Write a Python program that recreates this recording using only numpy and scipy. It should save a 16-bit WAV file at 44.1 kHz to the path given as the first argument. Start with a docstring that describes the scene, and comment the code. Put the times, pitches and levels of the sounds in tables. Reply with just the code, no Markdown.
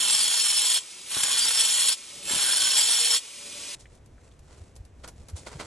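"""An angle grinder cuts three short slots in a cement floor, the first already under way, and runs free
between. Grit and slab impacts are coloured noise; the disc rings as narrow resonances over the turbulent fan
rush. The fan whine sags under load; brief squeals mark the groove and low thumps break in; near echoes shift
the colour. After the last cut the fan grows louder, then the scene changes to a quiet room with room tone,
cloth and rumble. Steel pins then tick and scratch, strokes scrape over gritty cement, and soft bumps jostle the
microphone."""
import sys
import numpy as np
from scipy import signal
from scipy.fft import rfft, irfft
from scipy.io import wavfile

SR = 44100
rng = np.random.default_rng(int(sys.argv[2]) if len(sys.argv) > 2 else 0)


def materialize(psi):
    """Save the field psi as 16-bit PCM at rate SR to the path in sys.argv[1].

    A 1-D psi becomes a single channel; in a 2-D psi each row is a channel.
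    """
    bounded = np.clip(np.atleast_2d(psi).T, -1, 1)
    quanta = np.round(bounded * 32767).astype(np.int16)
    wavfile.write(sys.argv[1], SR, quanta)


N = 249596
T = np.arange(N) / SR  # time [s]
HZ = np.fft.rfftfreq(N, 1 / SR)  # frequency bins [Hz]
SCENE_CHANGE = 3.745  # the scene changes from the grinder to the pins [s]

# Cuts, with base levels at full depth: touch_s, lift_s, grind_db, crunch_db (slab), whine_db (loaded motor)
CUTS = [(-0.7, 0.778, -24, -42.3, -62), (1.06, 1.93, -23.9, -42.5, -58),
        (2.226, 3.172, -23.2, -41.3, -51.5)]
# Fan vents swing towards the microphone: peak_s, half_length_s, draught_db, whine_db (base levels)
SWINGS = [(0, .22, -52.5, -70), (1.347, 0.21, -56, -66), (2.26, .13, -54.5, -51.5), (2.6, .17, -53.5, -70),
          (3.56, .18, -58, -53.5)]


def gain_of(db):
    """Logarithmic level: converts decibels to an amplitude ratio."""
    return 10 ** (np.asarray(db) / 20)


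def evened(x):
    """Normalization of mean power: scales to an rms of 1."""
    return x / np.sqrt(np.mean(abs(x) ** 2) + 1e-20)


def spectra(rows):
    """Interpolation on a logarithmic frequency axis: each column of a table, at every bin."""
    hz, *columns = np.transpose(rows)
    return [np.interp(np.log(HZ + 1), np.log(hz + 1), column) for column in columns]


def wander(rate_hz):
    """Low-pass noise: a slow random fluctuation of rms 1, with a Gaussian roll-off at the given rate."""
    points, points_per_s = 8192, 1000
    hz = np.fft.rfftfreq(points, 1 / points_per_s)
    low_pass = np.exp(-(hz / rate_hz) ** 2)
    slow = evened(irfft(rfft(rng.standard_normal(points)) * low_pass))
    return np.interp(T, np.arange(points) / points_per_s, slow)


def grains(per_s, spread_db):
    """Shot noise: two trains of tiny impacts at shared random moments, some larger than the rest."""
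    struck_now = rng.random(N) < per_s / SR
    size = gain_of(spread_db * np.minimum(rng.exponential(1, N), 4)) * struck_now
    return evened(size * rng.standard_normal((2, N)))


def hiss():
    """White noise: two uncorrelated signals of equal power at all frequencies."""
    return rng.standard_normal((2, N))


def heard(pair, spectrum, diffuse=0):
    """Interchannel coherence: colours two signals and blends them; diffuse sound is less alike at the ports."""
    # The two microphone ports: frequency_hz, likeness (0-1), phase_rad
    ports = [(100, 1, 0), (400, 0.99, -0.5), (815, .45, 0.5), (1500, 0.99, 0), (2370, 1, 0.5),
             (4280, 0.84, 0.5), (4700, .3, 2), (5600, .995, -1), (7530, 1, 0.5), (8250, .85, 0.57),
             (9200, .5, -2), (10150, 0.67, -2), (11200, .999, -4)]
    same, phase = spectra(ports)
    same = np.clip(same * (1 - diffuse), 0, 1)
    a, b = rfft(pair) * gain_of(spectra(spectrum)[0])
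    second = (same * a + np.sqrt(1 - same ** 2) * b) * np.exp(-1j * phase)
    return evened(irfft(np.array([a, second]), N))


def ring(x, hz, width, skirt):
    """Resonance: two poles at a moving frequency give steep skirts; a complex signal of rms 1."""
    turn = np.exp(2j * np.pi * np.cumsum(hz) / SR)
    r, q = np.exp(-np.pi * np.array([width, skirt]) / SR)
    return evened(turn * signal.lfilter([1], [1, -r - q, r * q], x / turn))


def struck(s, db, fall):
    """Exponential decay: an envelope that jumps up at s and dies away."""
    return (T >= s) * gain_of(db) * np.exp(-np.maximum(T - s, 0) / fall)


def swell(s, half, db):
    """Gaussian envelope: rises to its peak at s and falls to 1/e at half a length either side."""
    return gain_of(db) * np.exp(-((T - s) / half) ** 2)


def each_turn(pair, turns, share):
    """Cyclic correlation: the same parts come round again, so the noise partly repeats with every turn."""
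    repeated = pair
    for k in (1, 2):
        earlier = np.interp(turns - k, turns, T, left=-1)  # the moment k turns ago
        repeated = repeated + share ** k * np.array([np.interp(earlier, T, x, left=0) for x in pair])
    return evened(repeated)


def plunge(touch, lift):
    """Contact loading of one cut: how hard the disc is pressed in and how deep it has sunk, both 0-1."""
    attack_s, touch_db = 0.055, -15  # pressed in from a light touch
    lift_s = 0.011  # pulled out quickly
    sink_s = 0.78  # time to reach full depth
    since = np.maximum(T - touch, 0)
    pressed = (T >= touch) * gain_of(touch_db * np.exp(-(since / attack_s) ** 2))
    pressed = pressed * np.exp(-np.maximum(T - lift, 0) / lift_s)
    return pressed, np.minimum(since / sink_s, 1)


def spindle_speed():
    """Load torque against inertia: the spindle slows as the slot deepens; in turns per second."""
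    free_turns_per_s, sag_turns_per_s, inertia_s = 144, 24.5, 0.04
    bog_depth = 0.3  # share of full depth at which the motor bogs down
    load = np.zeros(N)
    for touch, lift, *_ in CUTS:
        pressed, depth = plunge(touch, lift)
        load += pressed * (1 - np.exp(-(depth / bog_depth) ** 2))
    lag = np.exp(-1 / (inertia_s * SR))
    return free_turns_per_s - sag_turns_per_s * signal.lfilter([1 - lag], [1, -lag], load)


def disc_modes(drift=0.003, disc_db=0.5):
    """Modal vibration: noise drives the disc's modes; moving contact detunes and favours each in turn."""
    # Disc modes: frequency_hz, width_hz (narrowed below), level_db (before disc_db), phase_rad (between ports)
    modes = [(3069, 82, -16, -0.6), (3346, 290, -9.5, 0.08), (3910, 86, -19.5, 1), (4355, 130, -12, 0.6),
             (4700, 29, -14, 1.32), (5393, 83, -9.5, 1.0), (5972, 80, -18, -0.5), (6950, 71, -10.5, 0.15),
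             (7633, 70, -10, -1.1), (8880, 67, -6.5, -1.5), (9630, 32, -10.5, -1.85),
             (11020, 61, -12, -2.5)]
    detune = 1 + drift * wander(9.7)
    disc = np.zeros((2, N))
    for hz, width, db, phase in modes:
        level = gain_of(db + disc_db + 1.1 * wander(6.8))
        mode = level * ring(rng.standard_normal(N), hz * detune, 0.82 * width, skirt=560)
        disc += np.sqrt(2) * np.array([mode.real, (mode * np.exp(-1j * phase)).real])
    return disc


def cutting(turns, chatter_db=1.0, runout=0.1, grit_db=-3.5, slab_db=-0.5, ring_up_s=0.12):
    """Brittle fracture: diamonds chip the cement, so grit hisses, the slab crunches and the disc rings."""
    # The disc snags on a stone: peak_s, extra_db, half_length_s
    snags = [(0.105, 2.5, .01), (0.4, 1, .01), (0.722, 1.5, .01), (1.236, 5, .005), (1.491, 3, .008),
             (1.543, 1.5, .005), (1.604, 3.5, .012), (1.654, 3.5, .01), (1.822, 1.5, .01), (1.888, 4, .007),
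             (2.768, 2, .006), (2.792, 3.5, .009), (2.815, 3, .006), (3.144, 1.5, .008), (3.163, 0.5, .006)]
    # Spectrum of shattering grit: frequency_hz, relative_db (per Hz)
    grit_colour = [(1200, -33), (2000, -9), (2500, -2.5), (3600, 0), (4300, 0), (4900, -12), (5250, -2.5),
                   (6600, -4), (7250, -10), (8300, -0.5), (9200, -3), (10200, 4.5), (11200, 2.5),
                   (11800, -14)]
    # Spectrum of the slab under it: frequency_hz, relative_db (per Hz)
    slab_colour = [(40, -25.5), (200, -18), (400, -13.5), (480, -8), (700, -3.5), (1080, 1), (1300, -2),
                   (1550, 2), (1900, 0), (2600, -9), (4500, -39.5)]
    crunch_power = 1.7  # a light touch hisses; the slab crunches only under pressure
    # at the surface it grinds less and crunches more than at full depth
    shallow_grind_db, shallow_crunch_db = -1.4, 3.2
    bite, crunch, ringing = np.zeros((3, N))
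    for touch, lift, grind_db, crunch_db, _ in CUTS:
        pressed, depth = plunge(touch, lift)
        grind = pressed * gain_of(grind_db + shallow_grind_db * (1 - depth))
        bite += grind
        crunch += pressed ** crunch_power * gain_of(crunch_db + shallow_crunch_db * (1 - depth))
        # the disc rings more as it sinks into its slot
        ringing += grind * (1 - np.exp(-np.maximum(T - touch, 0) / ring_up_s))
    # the hand-held disc chatters, and bites harder once a turn
    snag_db = sum(db * swell(s, half, 0) for s, db, half in snags)
    force = gain_of(chatter_db * wander(78) + snag_db) * (1 + runout * np.cos(2 * np.pi * turns))
    grit = heard(grains(per_s=14000, spread_db=2), grit_colour)
    grit = gain_of(grit_db) * each_turn(grit, turns, share=0.32)
    slab = heard(grains(per_s=4500, spread_db=2.5), slab_colour)
    slab = gain_of(slab_db) * each_turn(slab, turns, share=0.39)
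    return force * (ringing * disc_modes() + bite * grit + crunch * slab)


def fan_rush(turns, fan_db=-42.5, flutter_db=0.5):
    """Turbulent flow noise: the fan's broadband rush partly repeats each turn and grows as it nears."""
    # Spectrum of the motor fan: frequency_hz, relative_db (per Hz)
    fan_colour = [(40, -23.5), (130, -17), (350, -6.5), (800, -9), (1100, -5), (1650, -9), (2400, 1.5),
                  (3400, 2.5), (4500, 1), (5600, 2.5), (7500, 1.5), (9500, 3.5), (11000, -3.5), (12000, -9)]
    # after the last cut the grinder is lifted towards the microphone
    nearing_s, nearing_db_per_s = 3.32, 15
    nearing_db = nearing_db_per_s * (np.clip(T, nearing_s, SCENE_CHANGE) - nearing_s)
    level = gain_of(fan_db + nearing_db + flutter_db * wander(80))
    return level * each_turn(heard(hiss(), fan_colour), turns, share=0.18)


def vent_draught(away_db=-68):
    """Flow buffeting: low noise from the vents swells as they swing towards the microphone."""
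    # Spectrum of the draught: frequency_hz, relative_db (per Hz)
    draught_colour = [(20, -20.5), (60, -1), (130, -4.5), (280, -0.5), (420, -3), (700, -10), (1500, -25.5)]
    air = gain_of(away_db) + sum(swell(s, half, air_db) for s, half, air_db, _ in SWINGS)
    return air * gain_of(2.0 * wander(25)) * heard(hiss(), draught_colour)


def motor_whine(speed, turns, fuzzy_db=-3, clean_db=-2.5, width_hz=16):
    """Rotational tone: four cycles a turn, a sine plus a narrow noise band, so its pitch sags under load."""
    level = np.zeros(N)
    for touch, lift, _, _, loaded_db in CUTS:
        pressed, depth = plunge(touch, lift)
        level += pressed * depth ** 2 * gain_of(loaded_db)
    for s, half, _, tone_db in SWINGS:
        level += swell(s, half, tone_db)
    clean = np.sin(2 * np.pi * 4 * turns)
    fuzzy = ring(rng.standard_normal(N), 4 * speed, width_hz, skirt=110).real
    return level * (gain_of(fuzzy_db) * fuzzy + gain_of(clean_db) * clean)


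def reflected(pair, sway=0.0498):
    """Comb filtering: near echoes whose paths change as the hands move, so the colour keeps shifting."""
    # Echoes from the floor and the wall: delay_s (mean), level_db
    echoes = [(.0021, -15.5), (.0047, -12.5), (0.0117, -14.5)]
    out = pair
    for delay, db in echoes:
        earlier = T - delay * (1 + sway * wander(3.01))
        out = out + gain_of(db) * np.array([np.interp(earlier, T, x, left=0) for x in pair])
    return out


def hollowed(pair, notch_hz=4920, width_hz=440):
    """Band cancellation: now and then removes a narrow treble band from what the two channels share."""
    # The treble hollows out: peak_s, half_length_s, depth (0-1)
    hollows = [(0.07, .1, 1), (0.42, .17, 1), (0.69, .1, .9), (1.2, .08, 1), (1.78, .2, 1), (2.98, .2, 1)]
    depth = sum(share * swell(s, half, 0) for s, half, share in hollows)
    turn = np.exp(2j * np.pi * notch_hz * T)
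    smooth = signal.butter(1, width_hz / SR)
    # shift the band down to zero frequency, smooth it, and shift it back
    band = 2 * (turn * signal.filtfilt(*smooth, pair.mean(0) / turn, padlen=0)).real
    return pair - np.clip(depth, 0, 1) * band


def groove_squeals(width_hz=28):
    """Narrow-band resonance: short fuzzy tones as the disc sings in its groove, and one brief swell of the
    motor whine near 580 Hz."""
    # Squeals, and at 1.84 s a swell of the motor whine: peak_s, half_length_s, pitch_hz, level_db
    songs = [(0.684, .1, 1010, -50), (0.701, 0.081, 7660, -32), (1.3, 0.092, 1130, -49),
             (1.78, .1, 6970, -33.5), (1.84, .12, 580, -57), (2.32, .05, 7520, -31.5),
             (2.472, 0.06, 1608, -42), (2.59, 0.14, 1530, -43), (2.799, .035, 840, -45),
             (2.8, .04, 7640, -30), (3.142, 0.037, 6960, -29)]
    out = np.zeros(N)
    for s, half, hz, db in songs:
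        tone = np.sqrt(2) * ring(rng.standard_normal(N), np.full(N, hz), width_hz, skirt=200).real
        out += swell(s, half, db) * tone
    return out


def low_thumps():
    """Decaying bursts: short thumps of low noise."""
    # Knocks: start_s, level_db, fall_s
    thumps = [(1.164, -32, 0.01), (1.235, -38.5, 0.0098), (2.079, -59, 0.014), (2.308, -39.5, 0.021),
              (2.335, -38.5, .014), (2.36, -40.5, 0.017)]
    # Spectrum of a knock: frequency_hz, relative_db (per Hz)
    knock_colour = [(25, -21), (70, -4.5), (150, -1.5), (280, -2.5), (500, -7.5), (800, -6.5),
                    (2000, -21.5)]
    return sum(struck(*row) for row in thumps) * heard(hiss(), knock_colour)


def grinder():
    """Superposition: cutting and fan with echoes, groove sounds, whine and draught all end sharply when the
    scene changes."""
    speed = spindle_speed()
    turns = np.cumsum(speed * (1 + 0.005 * wander(30))) / SR
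    machine = hollowed(reflected(fan_rush(turns) + cutting(turns)))
    machine = machine + groove_squeals() + low_thumps()
    machine = machine + motor_whine(speed, turns) + vent_draught()
    fade_s = 0.0099
    return machine * np.clip((SCENE_CHANGE - T) / fade_s + 1, 0, 1)


def room_tone(room_db=-60):
    """Diffuse field: steady coloured noise of the room in the second scene."""
    # Spectrum of the room: frequency_hz, relative_db (per Hz)
    room_colour = [(100, -3.5), (210, -9.5), (500, -7.5), (750, -13.5), (1400, -21), (2400, -24),
                   (4900, -34), (6000, -31), (8700, -40), (11000, -46)]
    return (T > SCENE_CHANGE) * gain_of(room_db) * heard(hiss(), room_colour, diffuse=0.18)


def sleeves(rest_db=-74):
    """Friction of cloth: dense grains rustle as the arm reaches for each pin."""
    # Reaches, added to the resting rustle: peak_s, half_length_s, level_db
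    reaches = [(3.77, .06, -61), (3.942, 0.043, -61), (4.26, .08, -66.5), (4.57, .11, -58.5),
               (5.045, 0.057, -65.5), (5.209, .05, -63), (5.557, 0.19, -52.5)]
    # Spectrum of cloth: frequency_hz, relative_db (per Hz)
    cloth_colour = [(100, -2), (350, 12), (600, 9.5), (1200, -0.5), (3000, -3.5), (4800, -3), (7500, -1),
                    (10000, -4.5), (12000, -19.5)]
    moving = gain_of(rest_db) + sum(swell(*row) for row in reaches)
    cloth = heard(grains(per_s=8000, spread_db=3.5), cloth_colour, diffuse=0.15)
    return (T > SCENE_CHANGE) * moving * gain_of(1.8 * wander(40)) * cloth


def handling(buffet_db=-55.5, rise_db_per_s=3):
    """Structure-borne noise: lumpy low rumble and soft bumps on the hand-held microphone."""
    # Spectrum of low buffeting: frequency_hz, relative_db (per Hz)
    buffet_colour = [(20, -11), (45, -2.5), (70, -0.5), (110, -4.5), (170, -14), (300, -19.5), (700, -44.5)]
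    # Soft bumps: peak_s, peak_db, pitch_hz, length_s (between the 1/e points)
    jolts = [(4.622, -37, 75, 0.023), (4.81, -33, 74.6, 0.016), (5.345, -27, 81, 0.027),
             (5.559, -34, 134, 0.0138), (5.572, -38, 75.4, .02)]
    # the rumble grows as the microphone follows the arm
    rumble_db = buffet_db + rise_db_per_s * (T - SCENE_CHANGE) + 1.9 * wander(17)
    out = (T > SCENE_CHANGE) * gain_of(rumble_db) * heard(hiss(), buffet_colour, diffuse=0.021)
    for s, db, hz, length in jolts:
        out += swell(s, length / 2, db) * np.cos(2 * np.pi * hz * (T - s))
    return out


def pin_ticks(decay_s=0.006, tail_db=-17, tail_s=0.023):
    """Damped impact: pins held in the fist cannot ring long, so dry ticks have only a short room tail."""
    # Pins tick against each other and the floor: start_s, level_db (before the tail is added)
    contacts = [(3.797, -53), (3.951, -53), (4.06, -54), (4.392, -54.5), (4.755, -53), (4.763, -45.5),
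                (4.851, -51), (5.077, -37), (5.086, -43), (5.285, -41.5), (5.298, -46)]
    # Spectrum of a tick: frequency_hz, relative_db (per Hz)
    tick_colour = [(200, -4), (700, 7.5), (1500, -6), (3500, -2.5), (6000, 2), (9000, 1.5), (11500, 1)]
    envelope = sum(struck(s, db, decay_s) + struck(s, db + tail_db, tail_s) for s, db in contacts)
    return envelope * heard(hiss(), tick_colour, diffuse=0.24)


def scrapes(ring_db=-3, rasp_db=-2):
    """Granular friction: short strokes over the floor, from a dull, hollow rasp to bright loose sand."""
    # Strokes on gritty cement: peak_s, level_db (base), rise_s, fall_s, sand (bright share of power, 0-1)
    strokes = [(3.805, -53, .012, 0.03, 1), (4.53, -61.5, .05, 0.038, 0), (5.048, -42.5, .011, 0.011, 0.3),
               (5.082, -48.5, .006, .011, .05), (5.296, -53, .008, .012, .05),
               (5.37, -43, 0.01, 0.034, 0.93), (5.472, -39, 0.0088, 0.018, 0.33),
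               (5.535, -47, 0.025, 0.023, .25), (5.608, -35, 0.012, .017, 0.18),
               (5.655, -48, .012, .02, 0.5)]
    # Spectrum of a dull scrape: frequency_hz, relative_db (per Hz)
    scrape_colour = [(80, 0), (400, -2), (750, 2), (1400, 0), (1900, -7), (3400, -7.5), (5000, -7.5),
                     (8000, -15.5), (12000, -38)]
    # Spectrum of loose sand: frequency_hz, relative_db (per Hz)
    sand_colour = [(100, -4), (600, 2), (1500, -11), (3500, -2.5), (7500, 0), (9500, 0.5), (12000, -17)]
    # Resonances of a scrape: frequency_hz, width_hz, relative_db
    resonances = [(570, 180, 1), (980, 140, 1.5), (1390, 180, -1.5), (1980, 200, -5), (3200, 220, -10),
                  (4240, 240, -13)]
    dull, bright = np.zeros((2, N))
    for s, db, rise, fall, sand in strokes:
        shape = np.exp(-(np.minimum(T - s, 0) / rise) ** 2 - np.maximum(T - s, 0) / fall)
        power = (gain_of(db) * shape) ** 2
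        dull += (1 - sand) * power
        bright += sand * power
    grit = grains(per_s=3500, spread_db=2.8)
    body = sum(gain_of(db) / (1 + 2j * (HZ - hz) / width) for hz, width, db in resonances)
    hollow = gain_of(ring_db) * evened(irfft(rfft(grit[1]) * body, N))
    rasp = gain_of(rasp_db) * heard(grit, scrape_colour, diffuse=0.33) + hollow
    loose_sand = heard(grains(per_s=9000, spread_db=0.5), sand_colour, diffuse=0.16)
    return np.sqrt(dull) * rasp + np.sqrt(bright) * loose_sand


def pin_scratches(width_hz=400):
    """Resonant friction: a pin's end scratches in its slot as a decaying band of pitched noise."""
    # Scratches: start_s, level_db (of the complex resonance; its real part is heard), pitch_hz, fall_s
    scratches = [(3.856, -48, 2100, .006), (3.857, -56, 3070, 0.0045), (4.181, -58, 1550, 0.01),
                 (4.215, -63, 1900, .02), (4.274, -65, 2700, .01), (4.315, -59.5, 3500, .006),
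                 (5.043, -41, 1250, .012)]
    out = np.zeros(N)
    for s, db, hz, fall in scratches:
        tone = ring(rng.standard_normal(N), np.full(N, hz), width_hz, skirt=900).real
        out += struck(s, db, fall) * tone
    return out


def scene():
    """Superposition in time: the cutting, then the pins going in."""
    quiet = room_tone() + sleeves() + handling()
    return grinder() + quiet + pin_ticks() + scrapes() + pin_scratches()


def record(dry):
    """Band limitation: a linear-phase low-pass sets the recorder's upper edge."""
    edge_hz = 11800
    low_pass = signal.firwin(401, edge_hz, window=("kaiser", 9), fs=SR)
    return signal.oaconvolve(dry, low_pass[None], "same")


dry = scene()
out = record(dry)
materialize(out)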